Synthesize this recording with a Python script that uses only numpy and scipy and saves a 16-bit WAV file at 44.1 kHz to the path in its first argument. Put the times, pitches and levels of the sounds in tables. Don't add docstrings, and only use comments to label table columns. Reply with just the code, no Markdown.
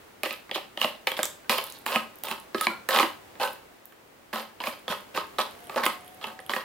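import sys
import numpy as np
from scipy import signal
from scipy.fft import rfft, irfft
from scipy.io import wavfile

SR = 44100
rng = np.random.default_rng(int(sys.argv[2]) if len(sys.argv) > 2 else 0)


def waveform_to_disk(signal):
    frames = np.transpose(np.atleast_2d(signal))
    scaled = np.clip(frames, -1, 1) * 32767
    samples = np.round(scaled).astype(np.int16)
    wavfile.write(sys.argv[1], SR, samples)


def invert_db(x):
    u = np.asarray(x, float) / 20
    return 10 ** u


N = 292824


def at_hz(points, hz):
    points_hz, values = np.transpose(points)
    return np.interp(np.log(np.maximum(hz, 1)), np.log(points_hz), values)


def in_time(rows):
    s, *columns = np.transpose(rows)
    return [np.interp(np.arange(N) / SR, s, column) for column in columns]


def rms_one(x):
    return x / np.sqrt(np.mean(x ** 2) + 1e-20)


def drift(rate):
    knots = rng.standard_normal(2000)
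    return np.interp(np.arange(N) * rate / SR, np.arange(2000), knots)


def colour(x, gain_db):
    size = 4096
    hz = np.arange(size // 2 + 1) * SR / size
    cepstrum = irfft(np.log(invert_db(gain_db(hz))))
    cepstrum[1:size // 2] *= 2
    cepstrum[size // 2 + 1:] = 0
    response = irfft(np.exp(rfft(cepstrum)))[None, :size // 2]
    return signal.oaconvolve(x, response, axes=1)[:, :N]


def ring(clicks, hz, t60):
    radius = invert_db(-60 / (t60 * SR))
    turn = 2 * np.pi * hz / SR
    return signal.lfilter([.5, 0, -.5], [1, -2 * radius * np.cos(turn), radius * radius], clicks + 1e-18)


def grains(per_s, spread_db):
    sizes = invert_db(spread_db * np.minimum(rng.exponential(1, N), 4)) * rng.choice([-1, 1], N)
    return rms_one(sizes * (rng.random(N) < per_s / SR))


def bursts(times, peak_db, fall_s):
    clicks = np.zeros(N)
    at = np.minimum((np.asarray(times) * SR).astype(int), N - 1)
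    clicks[at] = invert_db(peak_db)
    return signal.lfilter([1], [1, -np.exp(-1 / (fall_s * SR))], clicks + 1e-18)


# (touch [s], drag [s], final wall drumming [dB], swell along the drag [dB],
# rasp above the drumming [dB])
STROKES = [(0.233, 0.073, -36, 4, 8.5), (.511, 0.04, -34.5, 33, 10.5), (0.772, 0.053, -25.5, 28, 8),
           (1.069, 0.0076, -26.5, -19, 5.5), (1.165, 0.094, -39.5, -8, 3.5), (1.494, 0.03, -18.5, 4, 2),
           (1.56, 0.02, -25.5, 12, -0.5), (1.62, 0.14, -49.5, 3, 5.5), (1.858, 0.093, -21, 7.5, -1),
           (2.24, 0.083, -30.5, 2, -1.5), (2.546, 0.09, -34, 12, 10.5), (2.668, 0.0059, -23.5, 5, -24),
           (2.886, 0.12, -16.5, 3.5, -2.5), (3.395, 0.042, -16.5, 9, -4.5), (4.328, 0.06, -26, 1.5, -3),
           (4.601, 0.077, -27.5, 11.5, 2), (4.882, 0.028, -21, 11, -1), (5.141, 0.026, -21, 17, -2.5),
           (5.382, 0.0063, -18, 4, -3), (5.693, 0.11, -37.5, -3, -6.5), (5.758, 0.016, -17.5, 8, -15),
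           (5.831, 0.03, -22.5, 2, 0), (6.21, 0.062, -31, 3.5, -5), (6.492, 0.083, -27.5, -1.5, -3)]
ATTACK_S = 0.0036
DRUM_LIFT_DB_PER_S, RASP_LIFT_DB_PER_S, SIZZLE_LIFT_DB_PER_S = 289, 237, 248
SIZZLE_DB, SIZZLE_FOLLOWS = -12.5, 0.73
SIZZLE_DB_PER_DRAG_S = 32


def stroke_levels():
    out, t = np.zeros((3, N)), np.arange(SR // 2) / SR
    lift = np.array([[DRUM_LIFT_DB_PER_S], [RASP_LIFT_DB_PER_S], [SIZZLE_LIFT_DB_PER_S]])
    for s, drag_s, level_db, swell_db, rasp_db in STROKES:
        drag_db = level_db - swell_db * np.clip(1 - t / drag_s, 0, 1)
        sizzle_db = SIZZLE_DB + SIZZLE_FOLLOWS * rasp_db + SIZZLE_DB_PER_DRAG_S * drag_s
        layers_db = np.array([[0], [rasp_db], [sizzle_db]])
        lifted_db = lift * np.maximum(t - drag_s, 0)
        gain = invert_db(drag_db + layers_db - lifted_db) * np.minimum(t / ATTACK_S, 1)
        at = round(s * SR)
        out[:, at:at + len(t)] += gain[:, :N - at]
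    return out


SNAGS = [(.2564, -20.5, 593, 2640), (.2602, -20.5, 579, 2040), (.3079, -24.5, 610, 2680),
         (.5129, -19.5, 640, 3190), (.7743, -21, 635, 3120), (.815, -12.5, 920, 3060),
         (1.0705, -19.5, 1160, 2400), (1.4449, -45, 1500, 1770), (1.5265, -21.5, 980, 2500),
         (1.6253, -39, 910, 3630), (1.9389, -34, 1050, 2960), (2.61, -17.5, 1290, 3560),
         (2.669, -10.5, 1050, 2230), (2.9611, -11.5, 850, 3150), (2.9875, -10, 1100, 3080),
         (3.029, -14.5, 980, 2780), (4.6384, -22.5, 1010, 2410), (4.8801, -18, 554, 3290),
         (5.836, -17, 1050, 2000), (6.2125, -39, 1290, 3030), (6.2415, -23, 1240, 2850),
         (6.3908, -32, 770, 1930), (6.495, -20, 1100, 3070), (6.536, -18.5, 1230, 1870)]
KNOCKS = [(.4937, -36, 403, 1980), (.558, -22, 686, 3340), (.5783, -29.5, 748, 2600),
          (.797, -40, 829, 2720), (.835, -28, 825, 3190), (.8454, -15.5, 578, 2700),
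          (1.191, -19, 578, 1660), (1.959, -15.5, 1080, 2570), (2.546, -18, 369, 1770),
          (2.9718, -16, 1120, 3080), (2.998, -11.5, 1060, 2400), (3.354, -41, 231, 2170),
          (3.3988, -28, 815, 2670), (4.3295, -26.5, 806, 1780), (4.6031, -26.5, 1005, 2750),
          (4.6708, -21.5, 650, 2400), (5.1476, -31, 536, 2600), (5.174, -19.5, 1080, 2720),
          (5.3849, -20, 1250, 3780), (5.3907, -18, 1110, 3830), (5.6957, -28.5, 1170, 2390),
          (5.7605, -21.5, 554, 1720), (6.563, -21.5, 1090, 1810)]
SNAPS = [(.2333, -15.5, 576, 2700), (.3326, -32.5, 600, 2580), (1.1173, -20.5, 1180, 3200),
         (1.1734, -30, 1080, 3770), (1.232, -19.5, 1150, 3500), (1.2535, -40, 799, 4950),
         (1.495, -11, 990, 2540), (1.685, -56, 586, 4140), (1.8632, -16.5, 935, 2620),
         (2.2359, -29, 930, 3560), (2.2846, -26, 1070, 3000), (2.3127, -20.5, 1195, 2740),
         (2.8885, -14, 1320, 1830), (3.923, -43, 393, 1880), (5.8637, -11, 1100, 1830)]
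# (drumming above the peak [dB], sizzle above the peak [dB])
SNAG, KNOCK, SNAP = (-12, -22.5), (-4.5, -24), (-11, -7)


def strikes():
    kinds = ((SNAGS, SNAG), (KNOCKS, KNOCK), (SNAPS, SNAP))
    rows = [(*row, *balance) for table, balance in kinds for row in table]
    return np.transpose(sorted(rows))


# (frequency [Hz], level above the rest [dB], t60 [s])
WALL = [(222, 14, 0.093), (313.8, 4, 0.11), (387, 10, 0.057), (525.5, 2.5, 0.06), (597.5, 1, 0.068),
        (750, -2.5, 0.061), (801, -2.5, 0.078), (905, 1.5, 0.04), (1005, -2.5, 0.078), (1089, 2.5, 0.039),
        (1153, -7.5, 0.11), (1234, -0.5, 0.081), (1279, 4, 0.086), (1495, 13, 0.0074)]
# (frequency [Hz], level [dB])
TRAY = [(120, -51), (220, -27), (450, -18), (540, -7.5), (700, -9.5), (1090, -6), (1450, -20), (2170, -19),
        (2970, -17), (3950, -19), (4500, -24), (6000, -33)]
# (frequency [Hz], left minus right [dB])
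LEAN = [(60, 0.0), (180, -4), (550, -1), (1650, -4.5), (4970, 1.5), (15000, -5.5)]
RIB_BUMPS_PER_S, RIB_BUMP_SHARE = 170, 0.62


def tray(drum, rasp):
    s, peak_db, wall_hz, rib_hz, low_db, _ = strikes()
    latest = np.clip(np.searchsorted(s, np.arange(N) / SR + .002) - 1, 0, None)
    ribs = np.geomspace(1600, 5600, 34) * (1 + 0.002 * rng.standard_normal(34))
    lows = np.geomspace(170, 1500, 12)
    modes = [*WALL, *[(hz, -2, 14 / hz) for hz in lows], *[(hz, 0, 38 / hz) for hz in ribs]]
    grip = invert_db(3.14 * drift(58))
    snags = [grip * grains(per_s, spread_db=4.0) for per_s in (891.6, 938, 772, 832)]
    bumps = RIB_BUMP_SHARE * grains(RIB_BUMPS_PER_S, spread_db=4.5)
    wander = invert_db(3 * drift(70))
    rattle = rng.standard_normal(N)
    out = np.zeros((2, N))
    for k, (hz, own_db, t60) in enumerate(modes):
        low = hz < 1550
        near = np.exp(-(np.log(hz / (wall_hz if low else rib_hz)) / 0.095) ** 2)
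        place_db = (9 if low else 12) * near + 2.02 * rng.standard_normal(len(s))
        hit_db = peak_db + (low_db - 22 if low else -20) + place_db
        blows = bursts(s, hit_db, .003 if low else .0009) * np.roll(rattle, 97 * k)
        favour = invert_db(.45 * place_db)[latest] * np.roll(wander, 7919 * k)
        rub = 0.23 * drum if low else 0.22 * rasp
        scrape = rub * (snags[k // 15] + bumps * (-1) ** (k // 4)) * favour
        force = blows + scrape * np.sqrt(hz / t60 / SR) / 10
        mode_db = at_hz(TRAY, hz) + own_db + (3 if low else 8)
        sound = ring(force, hz, t60) * invert_db(mode_db) * (-1) ** k
        lean_db = at_hz(LEAN, hz) / 2 + (1.1 if low else 1.2) * rng.standard_normal()
        lag = round(1.6 + (hz / 3300) ** 2 * rng.standard_normal())
        out[0] += invert_db(lean_db) * sound
        out[1] += invert_db(-lean_db) * np.roll(sound, lag)
    return signal.sosfilt(signal.butter(2, 150, "high", fs=SR, output="sos"), out)


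# (frequency [Hz], density [dB per Hz])
SIZZLE = [(2650, -45), (4500, 1.5), (6460, -10), (9770, -10.5), (11800, -8), (13600, -7.5), (15200, -14),
          (16000, 2)]
WRINKLE_HZ = (9240, 10800, 12300, 14300)


def sizzle(level):
    s, peak_db, *_, high_db = strikes()
    near, own = rng.standard_normal(N), rng.standard_normal((2, N))
    wrinkles = sum(ring(grains(240, spread_db=3), hz, .0015) for hz in WRINKLE_HZ)
    ticks = .45 * rms_one(wrinkles)
    crack = bursts(s, peak_db + high_db + 5.5, 0.0015)
    rub = level * (0.68 * near + ticks) * invert_db(3 * drift(55))
    spread = 0.5 * own * (level + crack)
    thin = [(3000, -37.0), (4800, -17.0), (7000, -1)]
    return colour(rub + crack * near + spread, lambda hz: at_hz(SIZZLE, hz) + at_hz(thin, hz) + 5)


# (time [s], frequency [Hz], level [dB], t60 [s])
RINGS = [(1.236, 7730, -26, 0.079), (1.24, 7300, -29, 0.056), (1.238, 8200, -36, .05),
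         (1.447, 1530, -48, 0.1), (1.96, 222, -36, 0.22), (2.311, 222, -35.5, 0.12),
         (2.698, 1410, -34.5, 0.33), (2.681, 341, -27, 0.077), (3.03, 327, -19, 0.061),
         (3.441, 1532, -28.5, 0.18), (4.335, 222, -34.5, 0.29), (4.678, 222, -32.5, 0.074),
         (4.9, 206, -26.5, 0.057), (2.692, 207, -37.5, 0.15), (5.178, 188, -38, 0.085),
         (5.772, 241, -34.5, 0.2), (5.88, 216, -38.5, 0.18), (6.268, 222, -42, 0.23)]


def rings():
    out, waver = np.zeros(N), np.cumsum(drift(240)) / SR
    for s, hz, level_db, t60 in RINGS:
        at = round(s * SR)
        since = np.arange(min(SR // 2, N - at)) / SR
        fade = invert_db(level_db - 60 * since / t60) * (1 - np.exp(-since / .003))
        bent = since + 0.028 * waver[at:at + len(since)]
        out[at:at + len(since)] += fade * np.sin(2 * np.pi * hz * bent)
    return out


# (time [s], peak [dB], centre [Hz])
CRACKLES = [(0.3276, -32, 12800), (1.231, -14, 7900), (1.255, -20, 6700), (1.5822, -22, 12600),
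            (1.6407, -26, 10800), (1.667, -33, 12100), (1.701, -33, 10800), (1.7235, -32.5, 6900),
            (1.788, -40, 12000), (2.157, -40, 13300), (2.187, -41, 12700), (2.2364, -19.5, 14900),
            (2.2562, -29, 14200), (2.4, -37.5, 9900), (2.612, -18, 10600), (3.532, -37, 12100),
            (3.856, -36, 14200), (4.793, -47, 10200), (5.008, -45, 10000), (5.163, -35, 12500),
            (5.27, -47, 11000), (5.855, -20.5, 11400), (6.147, -48, 11900), (6.55, -40, 11000)]


def crackles():
    out, t = np.zeros(N), np.arange(256) / SR
    for s, peak_db, hz in CRACKLES:
        ping = np.sin(2 * np.pi * hz * t) * np.exp(-t / 0.00022)
        fizz = np.diff(rng.standard_normal(256), 2, prepend=[0, 0]) * np.exp(-t / 0.0013)
        at = round(s * SR)
        out[at:at + 256] += invert_db(peak_db + 5.5) * (ping + 0.15 * fizz)
    return out


# (time [s], peak [dB])
LOW_CREASE = [
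    (5.5544, -51),
    (5.5915, -47),
    (5.671, -39),
    (6.0085, -44),
    (6.0632, -43),
    (6.1438, -47),
    (6.4027, -39),
]
# (time [s], peak [dB])
HIGH_CREASE = [
    (5.5104, -41),
    (5.605, -45),
    (5.6421, -42),
    (6.0463, -45),
    (6.079, -37.5),
    (6.2692, -38),
    (6.4639, -35),
]
LOW_CREASE_HZ, HIGH_CREASE_HZ, CREASE_FALL_S = 9400, 11400, .0004
CREASE_SHARE_DB = -6.5
RIM_HZ, RIM_DB = 3200, -3


def creaks():
    out, t = np.zeros(N), np.arange(256) / SR
    swell = np.exp(1 - t / CREASE_FALL_S) * t / CREASE_FALL_S
    rim = invert_db(RIM_DB) * np.sin(2 * np.pi * RIM_HZ * t)
    creases = ((LOW_CREASE, LOW_CREASE_HZ, HIGH_CREASE_HZ), (HIGH_CREASE, HIGH_CREASE_HZ, LOW_CREASE_HZ))
    for table, hz, other_hz in creases:
        other = invert_db(CREASE_SHARE_DB) * np.sin(2 * np.pi * other_hz * t)
        slip = (np.sin(2 * np.pi * hz * t) + other + rim) * swell
        for s, peak_db in table:
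            at = round(s * SR)
            out[at:at + 256] += invert_db(peak_db - 3.5) * slip
    return out


# (start [s], length [s], level [dB])
CREEP = [
    (1.58, .3, -82),
    (5.5, 0.7, -85),
]
CREEP_FADE_DB_PER_S = 500


def creep():
    now, level = np.arange(N) / SR, np.zeros(N)
    for s, length, db in CREEP:
        outside_s = np.maximum(np.maximum(s - now, now - s - length), 0)
        level += invert_db(db - CREEP_FADE_DB_PER_S * outside_s)
    bands_hz = (9600, 8800, 11100, 12000, 13200, 14200)
    return sum(ring(level * grains(35, spread_db=4), hz, .0015) for hz in bands_hz)


def relaxing_foil():
    foil = crackles() + creaks() + creep()
    return np.array([foil, invert_db(5.5) * foil])


ROOM_T60_S, ROOM_CUT_HZ, ROOM_DB, ROOM_LIKENESS = 0.32, 11500, -15, 0.25


def room(x):
    t = np.arange(SR // 2) / SR
    echoes = rng.standard_normal((2, len(t))) * np.clip((t - .004) / 0.0022, 0, 1)
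    dull = signal.sosfilt(signal.butter(1, min(ROOM_CUT_HZ, .4 * SR), fs=SR, output="sos"), echoes)
    bright = echoes - dull
    tail = dull * invert_db(-60 * t / ROOM_T60_S) + bright * invert_db(-60 * t / (.8 * ROOM_T60_S))
    tail = tail + ROOM_LIKENESS * tail[::-1]
    return signal.fftconvolve(x.mean(axis=0)[None], tail / 10, axes=1)[:, :N]


WHINE_S, WHINE_HZ, WHINE_CLIMB_HZ_PER_S, WHINE_DB, WHINE_SWELL_S = 5.45, 691, 66, -52.5, 0.23


def whine():
    since = np.maximum(np.arange(N) / SR - WHINE_S, 0)
    hz = WHINE_HZ + WHINE_CLIMB_HZ_PER_S * since + 6 * drift(40)
    level = invert_db(WHINE_DB + 1.7 * drift(16)) * np.minimum(since / WHINE_SWELL_S, 1)
    return level * np.sin(2 * np.pi * np.cumsum(hz) / SR)


# (frequency [Hz], density [dB per Hz])
HUSH = [(15, -39.5), (25, -16.5), (114, -6.5), (145, -8), (309, -3), (394, -2.5), (427, -2), (2160, -11.5),
        (5430, -21.5), (14800, -26.5), (16000, -11)]
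# (time [s], level [dB])
HUSH_DB = [
    (0, -48.5),
    (.2, -49.5),
    (1.5, -48.5),
    (3.5, -47),
    (3.9, -51.5),
    (4.3, -51),
    (5.5, -45),
    (6.64, -49.5),
]
# (frequency [Hz], left-right likeness [0-1])
LIKENESS = [(40, 1), (150, 0.73), (400, 0.083), (1200, 0.012), (5000, 0.033), (15000, 0.67)]


def hush():
    mid, side = rng.standard_normal((2, 1, N))
    alike = lambda hz: np.clip(at_hz(LIKENESS, hz), 0, .98)
    shared = colour(mid, lambda hz: at_hz(HUSH, hz) + 10 * np.log10(1 + alike(hz)))
    apart = colour(side, lambda hz: at_hz(HUSH, hz) + 10 * np.log10(1 - alike(hz)))
    level = invert_db(in_time(HUSH_DB)[0] - 0.5 + 0.13 * drift(9.7))
    return level * rms_one(shared + apart * [[1], [-1]])


def scene():
    drum, rasp, bright = stroke_levels()
    near = tray(drum, rasp) + sizzle(bright) + relaxing_foil() + rings()
    return near + invert_db(ROOM_DB) * room(near) + whine() + hush()


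def roll_off(x):
    return signal.sosfilt(signal.butter(12, 16810, fs=SR, output="sos"), x)


def record(dry):
    cut = signal.sosfilt(signal.cheby2(10, 40, 16250, fs=SR, output="sos"), dry)
    return roll_off(cut)


dry = scene()
out = record(dry)
waveform_to_disk(out)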